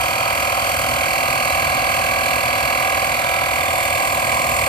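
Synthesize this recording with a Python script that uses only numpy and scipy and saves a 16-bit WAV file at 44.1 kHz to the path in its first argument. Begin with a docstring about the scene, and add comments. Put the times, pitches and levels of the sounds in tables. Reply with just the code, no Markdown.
"""A small piston air pump runs on gravel beside a car wheel, heard through a two-port microphone.
From the start its crank turns about 41 times a second. In each turn the rod and gears knock in the
plastic case, then the outlet valve flutters, air hisses and the valve snaps shut. The motor whines along.
Over the first two seconds the pump gets a little louder as it settles under load. After three seconds
a few tones swell and the treble shifts. A low outdoor rumble lies under it all, to the end."""
import sys
import numpy as np
from scipy import signal
from scipy.fft import rfft, irfft, next_fast_len
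from scipy.io import wavfile
from scipy.ndimage import uniform_filter1d, map_coordinates

SR = 44100
rng = np.random.default_rng(int(sys.argv[2]) if len(sys.argv) > 2 else 0)


def to_wav(s):
    """Save 16-bit WAV."""
    ch = np.atleast_2d(s).T  # columns
    pcm = np.round(np.clip(ch, -1, 1) * 32767)  # PCM
    wavfile.write(sys.argv[1], SR, pcm.astype(np.int16))


N = 206724

# An "order" is a pitch counted in cycles per crank turn: order 10 is about 410 Hz.
# Levels in the tables are relative; the functions add their own gains.
# How fast the crank turns: time_s, turns_per_s
CRANK_SPEED = [(0, 41.07), (.68, 41.025), (.82, 40.88), (1.2, 40.9), (1.65, 40.768), (3.0, 40.751),
               (3.34, 40.953), (3.7, 40.729), (4.0, 40.852), (4.36, 40.618), (4.69, 40.752)]
# The blows in one turn and how hard they ring the case: angle_turns, low_db, middle_db, high_db
CASE_BLOWS = [(.143, 3.6, 2.7, -.5), (.228, -13.3, -4.4, -5.5), (.37, 2.7, -2, -7), (.475, -2.3, .4, -3.6),
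              (.583, -9.2, 2.1, -5.2)]
# The low, middle and high ringing of the case: highest_order, delay_turns
CASE_RINGS = [(20, .037), (33, 0), (47, .028)]
# Tones of the knocking case, one row for each order from 2 to 47: left_db, right_db
KNOCK_TONES = [(-44, -45), (-49, -50), (-54, -55), (-59, -57), (-51, -51), (-52, -46), (-49, -50),
               (-54, -50), (-62, -58), (-58, -69), (-44, -45), (-48, -41), (-39, -36), (-45, -57),
               (-41, -42), (-55, -51), (-31, -35), (-34, -31), (-52, -53), (-46, -52), (-45, -50),
               (-42, -41), (-45, -41), (-35, -34), (-35, -30), (-36, -35), (-32, -34), (-40, -37),
               (-37, -41), (-49, -48), (-47, -42), (-48, -42), (-50, -48), (-57, -46), (-46, -43),
               (-52, -44), (-54, -46), (-47, -38), (-42, -35), (-49, -38), (-66, -52), (-55, -53),
               (-56, -56), (-45, -55), (-45, -45), (-54, -49)]
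# Noise of the loose rattle: pitch_hz, left_db, right_db
RATTLE_NOISE = [(405, -86, -80), (477, -64.5, -69), (516, -68, -59), (604, -65.5, -77), (722, -53.5, -58),
                (777, -60, -52.5), (840, -68.5, -69), (930, -59, -58), (998, -50, -50), (1080, -70, -59),
                (1216, -57.5, -53), (1414, -62.5, -65), (1660, -73, -56), (1780, -71, -67),
                (1890, -63, -61)]
# Tones that sing out for a while: start_s, end_s, order, left_db, right_db
SWELLING_TONES = [(3.1, 3.6, 24, -33, -29), (-.6, .6, 24, -40, -35), (-1, 1.6, 23, -45, -41),
                  (-1, 1.7, 30, -40, -48), (3.15, 3.55, 32, -43, -37), (-.5, 1.2, 32, -48, -43),
                  (3.8, 5.2, 26, -40, -37), (3.9, 5.2, 25, -40, -38)]
# Tones of the fluttering valve, orders 48 to 69: left_db, right_db
FLUTTER_TONES = [(-53, -47), (-58, -40), (-48, -35), (-50, -42), (-51, -39), (-37, -35), (-43, -38),
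                 (-45, -34), (-54, -38), (-42, -31), (-43, -38), (-48, -37), (-43, -41), (-44, -50),
                 (-43, -49), (-42, -48), (-52, -43), (-43, -43), (-50, -42), (-48, -45), (-46, -50),
                 (-53, -63)]
# Tones of the valve's reed (a thin flap) slapping its seat, orders 70 to 117: left_db, right_db
BUZZ_TONES = [(-46, -53), (-56, -56), (-49, -53), (-52, -50), (-54, -54), (-56, -49), (-49, -50),
              (-45, -46), (-52, -49), (-47, -52), (-51, -55), (-55, -58), (-56, -63), (-52, -65),
              (-58, -57), (-54, -56), (-55, -55), (-55, -50), (-60, -56), (-66, -61), (-67, -62),
              (-69, -66), (-69, -62), (-67, -67), (-67, -69), (-65, -65), (-61, -57), (-54, -51),
              (-55, -50), (-54, -50), (-58, -57), (-64, -62), (-59, -58), (-56, -52), (-58, -52),
              (-62, -51), (-58, -46), (-61, -54), (-58, -51), (-56, -48), (-57, -49), (-55, -47),
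              (-54, -42), (-56, -44), (-61, -49), (-58, -56), (-59, -58), (-61, -61)]
# Noise of air rushing through the valve: pitch_hz, left_db, right_db
RUSH_NOISE = [(1890, -62, -60.5), (2230, -62, -54.5), (2390, -63, -51.5), (2420, -56, -63),
              (2670, -61.5, -61), (3210, -66.5, -60.5), (3400, -62, -71), (3750, -75, -70.5),
              (3870, -68, -71), (4420, -74, -71), (4570, -76, -59.5), (4764, -88, -77.5)]
# Whine of the commutator (the motor's turning contacts), orders 10.45 to 25.45: left_db, right_db
WHINE_TONES = [(-62, -64), (-66, -67), (-42, -40), (-38, -33), (-38, -39), (-45, -42), (-32, -33),
               (-36, -38), (-38, -38), (-51, -47), (-65, -60), (-56, -65), (-56, -60), (-47, -45),
               (-55, -52), (-51, -48)]
# Motor shaft tones that beat against the crank's tones: order, left_db, right_db
SHAFT_TONES = [(12.82, -50, -50), (13.82, -54, -54), (16.15, -47, -47), (16.82, -47, -47),
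               (17.85, -44, -42), (18.3, -47, -45), (18.83, -44, -42), (19.83, -51, -51)]
# Noise of hissing air: pitch_hz, left_db, right_db
HISS_NOISE = [(4730, -69.5, -75), (5500, -70.5, -73), (6420, -70, -67.5), (6780, -77, -72),
              (7220, -68.5, -63.5), (7980, -67.5, -73), (8360, -69, -63), (8850, -71, -67.5),
              (10000, -71, -71.5), (11100, -70, -74.5), (11800, -64.5, -72.5), (12500, -68, -77),
              (13300, -73.5, -74.5), (15500, -72, -86)]
# How the treble rises and falls: time_s, buzz_db, hiss_db
TREBLE_LEVELS = [(0, 0, 0), (.4, -.4, -.2), (.7, .7, .7), (1.8, 1.1, -.3), (3.0, 0, -.4), (3.55, -2.2, -1),
                 (3.9, -1, .8), (4.3, -1, 1.1), (4.6, -1.2, 2.3)]
# Bands of the pump's sound that swell or sink for a while: start_s, end_s, low_hz, high_hz, gain_db
BAND_SHIFTS = [(-1, 1.5, 1005, 1040, -3), (.5, 2.2, 960, 1000, -3.5), (3.6, 6, 1085, 1120, -4),
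               (-1, 1.0, 760, 800, -1), (3.55, 4.0, 550, 590, .6), (3.14, 6, 3400, 3750, 1.5),
               (-1, .8, 4400, 4750, 1), (3.55, 4.1, 700, 800, .6), (-1, .9, 1040, 1090, 1.6),
               (-1, 1.2, 1125, 1205, -3.6), (3.12, 3.56, 1010, 1250, -3), (-1, 1.1, 1250, 1500, 2),
               (3.6, 6, 1250, 1600, -4), (1.5, 3.1, 1600, 1800, 2.5), (-1, 1.0, 2220, 2350, -2.3),
               (-1, .6, 2360, 2600, 2.5), (1.1, 3.1, 2600, 2800, 2.5), (3.12, 3.7, 2480, 2800, -2),
               (-1, 1.1, 3000, 3300, 3), (3.55, 3.98, 3500, 3600, 8), (3.14, 3.54, 3450, 3950, 3),
               (1.2, 3.1, 1260, 1400, -2), (1.45, 3.5, 3900, 4080, 2.5), (3.5, 3.95, 3900, 4100, -2.5),
               (1.1, 2.6, 4100, 4350, 2.2), (3.15, 6, 4480, 4750, -1.2), (3.5, 6, 4100, 4480, 1.5),
               (3.5, 6, 5200, 6500, -2.2), (3.6, 6, 7000, 9000, 1.6), (4.0, 6, 9500, 13500, -1.5),
               (3.8, 6, 2260, 2600, -.6), (.4, 1.6, 3300, 3650, -2)]
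# Noise of the outdoor rumble: pitch_hz, left_db, right_db
RUMBLE_NOISE = [(25, -76, -75), (40.2, -66, -65), (62, -53, -55), (84.6, -57, -57.5), (121, -59, -54),
                (159, -61, -63), (197, -65.5, -66.5), (253, -61, -60), (288, -68, -66), (367, -80.5, -70.5),
                (435, -74.5, -64)]
# How the rumble rises and falls: time_s, level_db
RUMBLE_LEVELS = [(0, -.5), (.45, -1), (.85, 1.1), (1.2, 0), (1.8, 1.4), (2.6, .2), (3.1, -1.5), (3.4, -.3),
                 (3.95, -1.8), (4.4, 1.5)]
# How the microphone's two openings compare: pitch_hz, right_lag_radians, likeness_0_to_1
MIC_PORTS = [(40, 0, .97), (130, .1, .96), (300, .55, .9), (780, 1.0, .92), (1000, 2.1, .87),
             (1400, 1.5, .5), (1700, 2.4, .75), (2150, 1.8, .6), (2500, 0, .7), (3200, 2.5, .3),
             (4000, 0, .6), (5000, 0, .3), (6600, 3, .5), (9000, 2, .25), (11000, 0, .3), (15000, 0, .1)]

START_ANGLE_TURNS, MEAN_CRANK_HZ = .487, np.mean(CRANK_SPEED, axis=0)[1]
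COMMUTATOR_SEGMENTS, MOTOR_TURNS_PER_CRANK_TURN = 3, 5.15
SETTLE_S, CASE_START_DB, FLUTTER_START_DB = 1.2, -.8, -.9
WANDER_S, WANDER_HZ = .000042, 4.0  # size and pace of the crank's timing drift
SHIFT_FADE_S, SHIFT_EDGE_HZ = .05, 15
TREBLE_LIMIT_HZ = 15680


def case_knocks():
    """Rod and gears strike the case alike every turn, making a hum; a looser rattle dies away after."""
    orders = np.arange(len(KNOCK_TONES)) + 2
    low_rattle = noise(RATTLE_NOISE[:11], burst(.06, .09, .45, rest_db=-5), uneven_db=.3)
    high_rattle = noise(RATTLE_NOISE[10:], burst(.08, .11, .42, rest_db=-9), uneven_db=.6)
    hum = crank_tones(orders, KNOCK_TONES, blow_phases(orders), waver=.21, waver_turns=1.6)
    return (amp(.1) * hum + low_rattle + high_rattle) * settling(CASE_START_DB)


def blow_phases(orders):
    """Phases that line the tones up so that they add into the blows of one turn."""
    angle, *strength_db = np.transpose(CASE_BLOWS)
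    highest_order, delay = np.transpose(CASE_RINGS)
    group = np.searchsorted(highest_order, orders)
    arrival = angle + delay[group][:, None]
    blows = np.exp(-2j * np.pi * orders[:, None] * arrival) * amp(strength_db)[group]
    return np.angle(blows.sum(axis=1))


def case_swells():
    """Single tones of the case's hum fade in and out."""
    t, turns, out = np.arange(N) / SR, crank_turns(), np.zeros((2, N))
    for start, end, order, *level_db in SWELLING_TONES:
        order = np.round([order])
        lag = at_pitch(MIC_PORTS, order * MEAN_CRANK_HZ)[0, 0]
        fade = np.sin(np.pi * np.clip((t - start) / (end - start), 0, 1))
        angle = 2 * np.pi * order * turns + blow_phases(order) - np.array([[0], [lag]])
        out += np.sqrt(2) * amp(level_db)[:, None] * fade * np.cos(angle)
    return out


def valve_flutter():
    """The reed flutters while air is pushed out, then rings on once it has shut."""
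    offset = np.arange(len(FLUTTER_TONES)) - 9  # steps away from order 57
    after_shut = offset > 5
    scatter = rng.standard_normal(len(offset)) * np.where(offset > 3, 1.2, .25)
    arrival_turns = np.where(after_shut, .12, .932)
    phases = -2 * np.pi * offset * arrival_turns + .045 * offset ** 2 + scatter
    flutter = crank_tones(offset + 57, FLUTTER_TONES, phases, waver=.29, waver_turns=1.6)
    return amp(2.2) * flutter * settling(FLUTTER_START_DB)


def valve_buzz():
    """The reed slaps its seat, making a bright buzz."""
    offset = np.arange(len(BUZZ_TONES)) - 42  # steps away from order 112
    after_shut = offset < -9
    scatter = rng.standard_normal(len(offset)) * np.where(after_shut, 1.05, .3)
    arrival_turns = np.where(after_shut, .09, .93)
    phases = -2 * np.pi * offset * arrival_turns + .1 * offset ** 2 * ~after_shut + scatter
    levels_db = BUZZ_TONES + np.where(after_shut, .5, 2.6)[:, None]
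    buzz = crank_tones(offset + 112, levels_db, phases, waver=.45, waver_turns=1.0)
    return buzz * amp(over_time(TREBLE_LEVELS, 1))


def valve_rush():
    """Air rushes through the valve on each stroke."""
    # the lowest band also carries a softer noisy knock from the case, just after the valve shuts
    rush_and_knock = burst(.84, .1, .06, rest_db=-3) + amp(-4.3) * burst(.16, .07, .3, rest_db=-30)
    low = noise(RUSH_NOISE[:5], unit_level(rush_and_knock), uneven_db=.7)
    middle = noise(RUSH_NOISE[4:9], burst(.88, .15, .4, rest_db=-5), uneven_db=1.1)
    high = noise(RUSH_NOISE[8:], burst(.86, .13, .3, rest_db=-7), uneven_db=1.4)
    return amp(-1.3) * (low + middle + high) * settling(FLUTTER_START_DB)


def valve_snap():
    """The valve snaps shut: high tones line up into the part of its tick that repeats every turn."""
    orders = np.arange(118, 240)
    levels_db = at_pitch(HISS_NOISE, orders * MEAN_CRANK_HZ).T + 7
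    shut_turns = .04
    phases = -2 * np.pi * orders * shut_turns + 1.1 * rng.standard_normal(len(orders))
    snap = crank_tones(orders, levels_db, phases, waver=.4, waver_turns=1.5)
    return snap * amp(over_time(TREBLE_LEVELS, 2))


def motor_whine():
    """The commutator whines; the load swings each turn and spreads the tone. The shaft adds its own."""
    offset = np.arange(len(WHINE_TONES)) - 5  # steps away from the commutator's own order
    turn = np.arange(64) / 64
    load = 1 + .67 * np.cos(2 * np.pi * (turn - .255))
    phase_bend = 1.9 * np.sin(2 * np.pi * (turn - .811)) + .34 * np.sin(4 * np.pi * (turn - .27))
    phases = np.angle(np.fft.fft(load * np.exp(1j * phase_bend))[offset])
    orders = offset + COMMUTATOR_SEGMENTS * MOTOR_TURNS_PER_CRANK_TURN
    whine = crank_tones(orders, WHINE_TONES, phases, waver=.15, waver_turns=3)
    shaft_orders, *shaft_db = np.transpose(SHAFT_TONES)
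    shaft_phases = 2 * np.pi * rng.random(len(shaft_orders))
    shaft = crank_tones(shaft_orders, np.transpose(shaft_db), shaft_phases, waver=.6, waver_turns=4.0)
    return (whine + amp(-3.5) * shaft) * settling(CASE_START_DB)


def air_hiss():
    """A flickering hiss swells as air is pushed out, with noisy ticks as the valve opens and shuts."""
    hiss = noise(HISS_NOISE, burst(.68, .38, .35, rest_db=1.5), uneven_db=.4)
    tick = noise(HISS_NOISE, burst(.037, .045, .03, rest_db=-36), uneven_db=1.2) * amp([[-15], [-11]])
    chatter = noise(HISS_NOISE[3:9], burst(.04, .03, .07, rest_db=-30), uneven_db=1.6) * amp(-9)
    opening = noise(HISS_NOISE[8:], burst(.84, .05, .09, rest_db=-30), uneven_db=1.6) * amp(-9)
    slow_noise = uniform_filter1d(uniform_filter1d(rng.standard_normal(N), size=3500), size=3500)
    flicker_db = .5 * unit_level(slow_noise)
    return (hiss + tick + chatter + opening) * amp(over_time(TREBLE_LEVELS, 2) - .5 + flicker_db)


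def crank_turns():
    """How far the crank has come at each sample, in turns."""
    return START_ANGLE_TURNS + np.cumsum(over_time(CRANK_SPEED, 1)) / SR


def crank_tones(orders, levels_db, phases, waver, waver_turns):
    """Tones that follow the crank; each wavers in size and phase, since no two turns are alike."""
    turn_count, steps_per_turn = 200, 1440
    steps = turn_count * steps_per_turn
    nearby = np.arange(-90, 91)  # spectrum slots around a tone; filling them makes it waver
    bell = np.exp(-2 * (np.pi * nearby * waver_turns / turn_count) ** 2)
    lags = at_pitch(MIC_PORTS, orders * MEAN_CRANK_HZ)[0]
    spectrum = np.zeros((2, steps // 2 + 1), complex)
    for order, level_db, phase, lag in zip(orders, levels_db, phases, lags):
        real, imaginary = rng.standard_normal((len(nearby), 2)).T
        spread = (real + 1j * imaginary) * bell / np.linalg.norm(bell) / np.sqrt(2)
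        tone = (nearby == 0) + waver * spread
        left_right = amp(level_db) * np.exp(1j * (phase - np.array([0, lag])))
        spectrum[:, round(order * turn_count) + nearby] += left_right[:, None] * tone
    wave_by_angle = irfft(spectrum) * steps / np.sqrt(2)
    position = crank_turns() * steps_per_turn
    return np.array([np.interp(position, np.arange(steps), side) for side in wave_by_angle])


def burst(start_turns, rise_turns, fall_turns, rest_db):
    """A loudness shape that rises at the same point of every turn, then dies toward a resting level."""
    since = (crank_turns() - start_turns) % 1
    rise = np.minimum(since / rise_turns, 1)
    fall = np.exp(-np.maximum(since - rise_turns, 0) / fall_turns)
    return unit_level(rise * fall + amp(rest_db))


def noise(spectrum, loudness, uneven_db=0):
    """Stereo noise coloured by a table; uneven_db gives each piston stroke its own strength."""
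    turns, size = crank_turns(), next_fast_len(N)
    strengths = amp(uneven_db * rng.standard_normal(int(turns[-1]) + 2))
    stroke = strengths[(turns + .25).astype(int)]
    left, unrelated = rfft(rng.standard_normal((2, N)) * loudness * stroke, size)
    hz = np.fft.rfftfreq(size, 1 / SR)
    lag, likeness = at_pitch(MIC_PORTS, hz)
    right = likeness * left * np.exp(-1j * lag) + np.sqrt(1 - likeness ** 2) * unrelated
    in_band = (hz >= spectrum[0][0]) & (hz <= spectrum[-1][0])
    colour = amp(at_pitch(spectrum, hz)) * in_band * np.sqrt(SR / 2)
    return irfft(np.array([left, right]) * colour, size)[:, :N]


def settling(start_db):
    """The pump gets louder as it settles under load; start_db compares its start with its final level."""
    db = start_db * np.exp(-(np.arange(N) / SR / SETTLE_S) ** 2)
    return amp(db - db.mean())


def wander_timing(sound):
    """The crank runs a little early or late from turn to turn, and the sound moves with it."""
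    smoothing = np.exp(-2 * np.pi * WANDER_HZ / SR)
    drift = signal.lfilter([1], [1, -smoothing], uniform_filter1d(rng.standard_normal(N), size=1000))
    position = np.arange(N) + WANDER_S * SR * unit_level(drift)
    return np.array([map_coordinates(side, [position], order=3, mode="nearest") for side in sound])


def shift_bands(sound):
    """Bands of pitch get louder or softer for a while, with gentle edges."""
    hz, t, spectra = signal.stft(sound, SR, nperseg=2048, noverlap=1536)
    gain_db = np.zeros(spectra.shape[1:])
    for start, end, low_hz, high_hz, db in BAND_SHIFTS:
        when = (np.tanh((t - start) / SHIFT_FADE_S) - np.tanh((t - end) / SHIFT_FADE_S)) / 2
        band = (np.tanh((hz - low_hz) / SHIFT_EDGE_HZ) - np.tanh((hz - high_hz) / SHIFT_EDGE_HZ)) / 2
        gain_db += db * np.outer(band, when)
    return signal.istft(spectra * amp(gain_db), SR, nperseg=2048, noverlap=1536)[1][:, :N]


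def outdoor_rumble():
    """Low background noise that slowly rises and falls."""
    return noise(RUMBLE_NOISE, loudness=1) * amp(over_time(RUMBLE_LEVELS, 1))


def amp(db):
    """Turns decibels into a number to multiply by."""
    return 10 ** (np.asarray(db) / 20)


def unit_level(x):
    """Scales x so that its average power is 1."""
    return x / np.sqrt(np.mean(x ** 2) + 1e-20)


def at_pitch(table, hz):
    """Looks up a table's columns at the pitches hz, sliding between rows on a log scale."""
    pitches, *columns = np.transpose(table)
    return np.array([np.interp(np.log(hz + 1), np.log(pitches + 1), column) for column in columns])


def over_time(table, column):
    """One column of a time table, joined by straight lines to give a value for every sample."""
    columns = np.transpose(table)
    return np.interp(np.arange(N) / SR, columns[0], columns[column])


def scene():
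    """The pump's case, valve, motor and hiss, over the outdoor rumble."""
    case = case_knocks() + case_swells()
    valve = valve_flutter() + valve_buzz() + valve_rush() + valve_snap()
    pump = wander_timing(case + valve + motor_whine()) + air_hiss()
    return shift_bands(pump) + outdoor_rumble()


def record(dry):
    """The recorder cuts off the very highest treble."""
    low_pass = signal.firwin(511, TREBLE_LIMIT_HZ, window=("kaiser", 9), fs=SR)
    return signal.oaconvolve(dry, low_pass[None], "same")


dry = scene()
out = record(dry)
to_wav(out)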